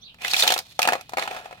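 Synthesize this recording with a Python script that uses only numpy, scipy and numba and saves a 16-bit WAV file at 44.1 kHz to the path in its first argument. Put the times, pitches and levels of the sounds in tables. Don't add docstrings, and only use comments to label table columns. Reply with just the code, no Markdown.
import sys
import numpy as np
from scipy import signal
from scipy.fft import rfft, irfft
from scipy.io import wavfile
from scipy.ndimage import uniform_filter1d
from numba import njit

SR = 44100
rng = np.random.default_rng(int(sys.argv[2]) if len(sys.argv) > 2 else 0)


def int16_out(signal):
    q = np.round(np.clip(np.atleast_2d(signal).T, -1, 1) * 32767)
    wavfile.write(sys.argv[1], SR, q.astype(np.int16))


def invert_db(x):
    u = np.asarray(x, float) / 20
    return 10 ** u


N = 70560

# frequency in Hz, level in dB per Hz.
GARDEN_SPECTRUM = [(15, -31), (25, -11), (166, -5.5), (317, -20.5), (1560, -25), (1740, -30.5), (4030, -18),
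                   (6380, -38.5), (16000, -40)]
# start in seconds, length in seconds, from Hz, to Hz, level in dB.
CHIRPS = [
    (.008, 0.02, 5700, 6070, -56),
    (0.014, 0.042, 3140, 4700, -46),
    (0.044, .035, 4560, 3300, -44.5),
    (.048, 0.056, 3916, 3700, -50),
    (0.062, 0.062, 2594, 3200, -48),
    (0.077, .025, 4750, 4700, -70),
]
# time in seconds, level in dB, track thump in dB, crack in dB, body ring in Hz.
LOOP_KNOCKS = [(0.1435, -40, -11.5, -12, 2630), (0.2186, -33.5, -7, 0, 2600), (0.2467, -11, -21, -24, 2020),
               (0.2803, -21, -22, -1, 2700), (0.3341, -8.5, -15, -12, 3640), (0.3413, -9.5, -33, -38, 2340),
               (0.4355, -13.5, -7.5, -1.5, 1640), (0.468, -26, 3.5, 3, 2240), (0.4767, -6, -27, -5, 3420),
               (0.4901, -15.5, -14, -20, 2800), (0.5034, -13, -7.5, -5, 3440), (0.5212, -16, -4, 4.5, 2240),
               (0.5389, -24, -19, 8, 3600), (0.5629, -26.5, 4, -31, 2470), (0.5771, -21, -16, 0, 3900),
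               (0.5888, -18.5, -17, -2, 4760)]
# time in seconds, level in dB, thump in dB, crack in dB, ring in Hz.
LOOP_SCRAPES = [
    (0.3114, -19, -25, -29, 4440),
    (0.364, -19.5, -12, -5, 3570),
    (0.391, -22, -24, -23, 4230),
    (0.395, -25.5, -36, -21, 4200),
    (0.4104, -19, -18, -29, 4500),
    (0.4218, -11, -17, -20, 3700),
]
# time in seconds, level in dB, thump in dB, crack in dB, ring in Hz.
CRASH_KNOCKS = [(0.7915, -12, -5, -5, 1214), (0.818, -14, -18, -1, 2550), (0.8281, -11.5, -39, -7, 2640),
                (0.8442, -26, -14, -21, 2440), (0.852, -14.5, -8, -29, 2520),
                (0.8744, -9.5, -6.5, -8, 2400), (0.8869, -11.5, -3.5, -12, 1715),
                (0.9034, -28.5, -0.5, -25, 1420), (0.9222, -18.5, 0, -15, 3070),
                (0.9323, -15, -5.5, -7.5, 2010), (0.9531, -23.5, -1.5, -41, 1150),
                (0.9941, -48.5, 5, -15, 1415), (1.0101, -35, -13.5, 1, 2480)]
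# time in seconds, level in dB, thump in dB, crack in dB, ring in Hz.
SETTLE_KNOCKS = [(1.0932, -42.5, 0.5, 8.5, 2470), (1.1214, -47.5, 4, 3, 4170), (1.1347, -35, 9, -2, 4200),
                 (1.171, -15.5, -7, -22, 2350), (1.1823, -20, 0, -37, 2140), (1.1946, -23, -1.5, -18, 4200),
                 (1.2234, -19.5, -4.5, -25, 2350), (1.2354, -29, -6, -5, 4060), (1.276, -20, -6, -32, 2470),
                 (1.3111, -29, -1, -22, 2400), (1.3646, -28, -1, -23, 1700), (1.3878, -41.5, -14, -6, 2480),
                 (1.412, -66.5, 22.5, -17, 1650), (1.458, -39, 5, -34, 2500),
                 (1.5102, -52.5, 15, -24, 2280), (1.527, -37.5, -0.5, -26, 2340)]
# frequency in Hz, level in dB, t60 in seconds.
TRACK_MODES = [(253, -18.5, 0.076), (440, -19.5, 0.12), (539.6, -4.5, 0.1), (666.4, -7.5, 0.12),
               (738.4, 5.5, 0.056), (813.6, 6.5, 0.021), (1012, -1.5, 0.01), (1270, 3.5, 0.012),
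               (1656, -2, 0.059)]
# frequency in Hz, level in dB, t60 in seconds.
BODY_MODES = [(1935, 12.5, 0.0067), (2400, 6.5, .03), (2520, 12, 0.063), (2935, 1.5, 0.12),
              (3200, -0.5, 0.074), (3461, 5.5, 0.033), (3700, -1, 0.24), (4200, 7.5, 0.061),
              (4800, -30, 0.022), (5400, -13, 0.03), (6750, 1, .03)]
# frequency in Hz, level in dB.
CRACK_SPECTRUM = [(1500, 0), (4000, 6), (6000, 2.5), (9000, -3), (12500, -4), (16000, -13)]
# time in seconds, level in dB, share shaking the track in dB, brightest at Hz.
CHATTER = [(0.184, -52.5, -11, 2230), (0.219, -37.5, -10, 2550), (0.328, -28, -17, 4100),
           (0.411, -21, -19, 5000), (0.451, -26, -4.5, 3400), (.54, -26.5, -16.5, 3300),
           (.6, -62.5, 16, 3000), (0.633, -55.5, -11, 3800), (0.699, -48, -25, 3900),
           (.785, -56.5, -27, 3700), (0.831, -48.5, 17.5, 2600), (.95, -41, -17, 2580), (1.0, -52, 8, 2600),
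           (1.08, -59.5, -26, 3000), (1.165, -60, -4, 3500), (1.188, -35, -0.5, 3100),
           (1.33, -43.5, 2.5, 3000), (1.6, -58, 2.5, 2600)]
# frequency in Hz, left minus right in dB.
PORT_BALANCE = [(60, -4), (110, 3.5), (200, 3.5), (380, 3.0), (700, 3.5), (1290, 1), (2380, -5.5),
                (4400, -3.5), (8120, 1.0), (15000, 9.5)]

GARDEN_DB = -57
CHIRP_ROUGH_DB, CHIRP_WIDTH_HZ, HEDGE_DB = 2, 870, -2
CONTACT_S, THUMP_S, CRACK_S, SHAKE_S = 0.0021, 0.00016, 0.0029, 0.0077
RISE_S, SCRAPE_S, TAIL_S, TAIL_DB = 0.00048, 0.0043, 0.013, -16
RING_Q, RING_DB, BODY_DB, THUMP_DB, CRACK_DB, SHAKE_DB = 8.3, -3.5, -13.5, -1, -1, -2
CHATTER_PER_S, CHATTER_SPREAD_DB, CHATTER_WALK_DB = 4500, 1, 3.5
ROLL_Q, ROLL_DB, CHATTER_HISS_DB, HISS_DB_PER_OCTAVE = 3.23, -3, -8.5, 9.5
RUMBLE_DB, ECHO_T60_S, ECHO_DB = -21.5, 0.17, -17
LEFT_LEAD_S, ALIKE_BELOW_HZ, TOP_HZ = 0.00021, 2330, 16000


def curve(points, hz):
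    p = np.array(points, float)
    return np.interp(np.log(np.maximum(hz, 1)), np.log(np.maximum(p[:, 0], 1)), p[:, 1])


def colour(x, points):
    hz = np.arange(N // 2 + 1) * SR / N
    y = irfft(rfft(x) * invert_db(curve(points, hz)), N)
    return y / y.std()


def pair():
    hz = np.arange(N // 2 + 1) * SR / N
    apart = np.clip(hz / ALIKE_BELOW_HZ, 0, 1) ** 2
    mid, side = rfft(rng.standard_normal((2, N)))
    both = mid + apart * side * np.array([[1], [-1]])
    return irfft(both / np.sqrt(1 + apart ** 2), N)


def walk(rate_hz):
    k = int(SR / rate_hz)
    w = uniform_filter1d(np.repeat(rng.standard_normal(N // k + 1), k), k)[:N]
    return w / w.std()


def fade(x, tau_s):
    return signal.lfilter([1], [1, -np.exp(-1 / (tau_s * SR))], x)


def above(x, hz):
    return signal.sosfilt(signal.butter(2, hz, "high", fs=SR, output="sos"), x)


def modes(x, table):
    out, power = 0, 0
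    for hz, db, t60_s in table:
        r = np.exp(-np.log(1000) / (t60_s * SR))
        gain = invert_db(db) * np.sqrt(1 - r) * 2
        poles = [1, -2 * r * np.cos(2 * np.pi * hz / SR), r * r]
        out = out + gain * signal.lfilter([.5, 0, -.5], poles, x)
        power += invert_db(db) ** 2
    return out / np.sqrt(power)


@njit
def moving_band(x, hz, q):
    y, band, low = np.empty(len(x)), 0., 0.
    for i in range(len(x)):
        g = np.tan(np.pi * hz[i] / SR)
        v = (band + g * (x[i] - low)) / (1 + g * (g + 1 / q))
        band, low, y[i] = 2 * v - band, low + 2 * g * v, v / q
    return y


def echo(x, t60_s):
    late_s = np.arange(SR // 4) / SR
    tail = rng.standard_normal((2, len(late_s))) * invert_db(-60 * late_s / t60_s) * (late_s > .004)
    tail = tail / np.sqrt(np.sum(tail[0] ** 2))
    return signal.fftconvolve(x * np.ones((2, 1)), tail, axes=1)[:, :N]


def garden():
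    return invert_db(GARDEN_DB + .8 * walk(6)) * colour(pair(), GARDEN_SPECTRUM)


def bird(t):
    notes = 0
    for start_s, length_s, from_hz, to_hz, db in CHIRPS:
        u = np.clip((t - start_s) / length_s, 0, 1)
        hoarse = 1 + invert_db(CHIRP_ROUGH_DB) * walk(CHIRP_WIDTH_HZ)
        phase = 2 * np.pi * np.cumsum(from_hz + (to_hz - from_hz) * u) / SR
        notes = notes + invert_db(db) * hoarse * np.sin(np.pi * u) * np.sin(phase)
    return notes / 2 + invert_db(HEDGE_DB) * echo(notes, 0.11)


def touch(sharp, drag):
    def envelope(j, tau_s):
        decay = fade(sharp[j], tau_s) + invert_db(TAIL_DB) * fade(sharp[j], TAIL_S)
        return fade(decay, RISE_S) / (RISE_S * SR) + drag[j]
    return envelope(0, CONTACT_S), envelope(2, CRACK_S)


def body_ring(contact, ring_hz):
    ring = np.array([moving_band(c, ring_hz, RING_Q) for c in contact])
    return ring * np.sqrt(SR * RING_Q / ring_hz / np.pi)


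def track_thump(sharp, drag):
    blow = fade(fade(sharp, THUMP_S), THUMP_S / 2) / 2
    shake = (fade(sharp, SHAKE_S) + drag) * pair()
    return modes(blow + invert_db(SHAKE_DB) * shake, TRACK_MODES)


def knocks():
    hits = list(LOOP_KNOCKS) + list(CRASH_KNOCKS) + list(SETTLE_KNOCKS)
    rows = np.array(hits + list(LOOP_SCRAPES), float)
    at = (rows[:, 0] * SR).astype(int)
    size = invert_db(rows[:, 1] + np.array([0 * at, rows[:, 2], rows[:, 3]]))
    sharp, slow = np.zeros((2, 3, N))
    k = len(hits)
    sharp[:, at[:k]] = size[:, :k]
    slow[:, at[k:]] = size[:, k:]
    drag = fade(fade(slow, SCRAPE_S), SCRAPE_S / 2) / (SCRAPE_S * SR / 4)

    order = np.argsort(at)
    latest = np.searchsorted(at[order], np.arange(N), side="right") - 1
    ring_hz = rows[order[np.clip(latest, 0, None)], 4]

    body_touch, crack_touch = touch(sharp, drag)
    contact = body_touch * pair()
    metal = invert_db(RING_DB) * body_ring(contact, ring_hz) + invert_db(BODY_DB) * modes(contact, BODY_MODES)
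    crack = crack_touch * colour(pair(), CRACK_SPECTRUM)
    thump = track_thump(sharp[1], drag[1])
    return above(metal + invert_db(CRACK_DB) * crack, 650) + invert_db(THUMP_DB) * thump, thump


def chatter(t):
    at_s, level_db, track_db, bright_hz = np.array(CHATTER, float).T
    chance = rng.random((2, N))
    size_db = np.minimum(-CHATTER_SPREAD_DB * np.log(chance[1]), 12)
    clicks = fade((chance[0] < CHATTER_PER_S / SR) * invert_db(size_db), 0.00072)
    clicks = clicks / np.sqrt(np.mean(clicks ** 2))
    force_db = np.interp(t, at_s, level_db, left=-90) + CHATTER_WALK_DB * np.tanh(walk(70))
    force = clicks * invert_db(force_db)

    track = modes(force * invert_db(np.interp(t, at_s, track_db)) * pair(), TRACK_MODES)
    scrape = force * pair()
    body = modes(scrape, BODY_MODES) + 2 * invert_db(ROLL_DB) * scrape
    centre_hz = np.interp(t, at_s, bright_hz)
    roll = np.array([moving_band(x, centre_hz, ROLL_Q) for x in body])
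    hiss_db = CHATTER_HISS_DB + HISS_DB_PER_OCTAVE * np.log2(centre_hz / 3000)
    hiss = invert_db(hiss_db) * force * colour(pair(), CRACK_SPECTRUM)
    return above(roll + hiss, 720) + track


def base_rumble(thump):
    band = signal.butter(2, [90, 300], "band", fs=SR, output="sos")
    return invert_db(RUMBLE_DB) * signal.sosfilt(band, np.abs(thump))


def scene():
    t = np.arange(N) / SR
    hits, thump = knocks()
    car = above(hits + chatter(t), 178) + base_rumble(thump)
    return garden() + bird(t) + car + invert_db(ECHO_DB) * echo(car, ECHO_T60_S)


def low_pass(x):
    return signal.sosfilt(signal.butter(12, 16990, fs=SR, output="sos"), x)


def record(dry):
    hz = np.arange(N // 2 + 1) * SR / N
    half = invert_db(curve(PORT_BALANCE, hz) / 2) * np.exp(1j * np.pi * hz * LEFT_LEAD_S)
    dull = signal.sosfilt(signal.ellip(8, .2, 60, TOP_HZ, fs=SR, output="sos"), dry)
    mix = irfft(rfft(dull) * np.array([half, 1 / half]), N)
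    return low_pass(mix)


dry = scene()
out = record(dry)
int16_out(out)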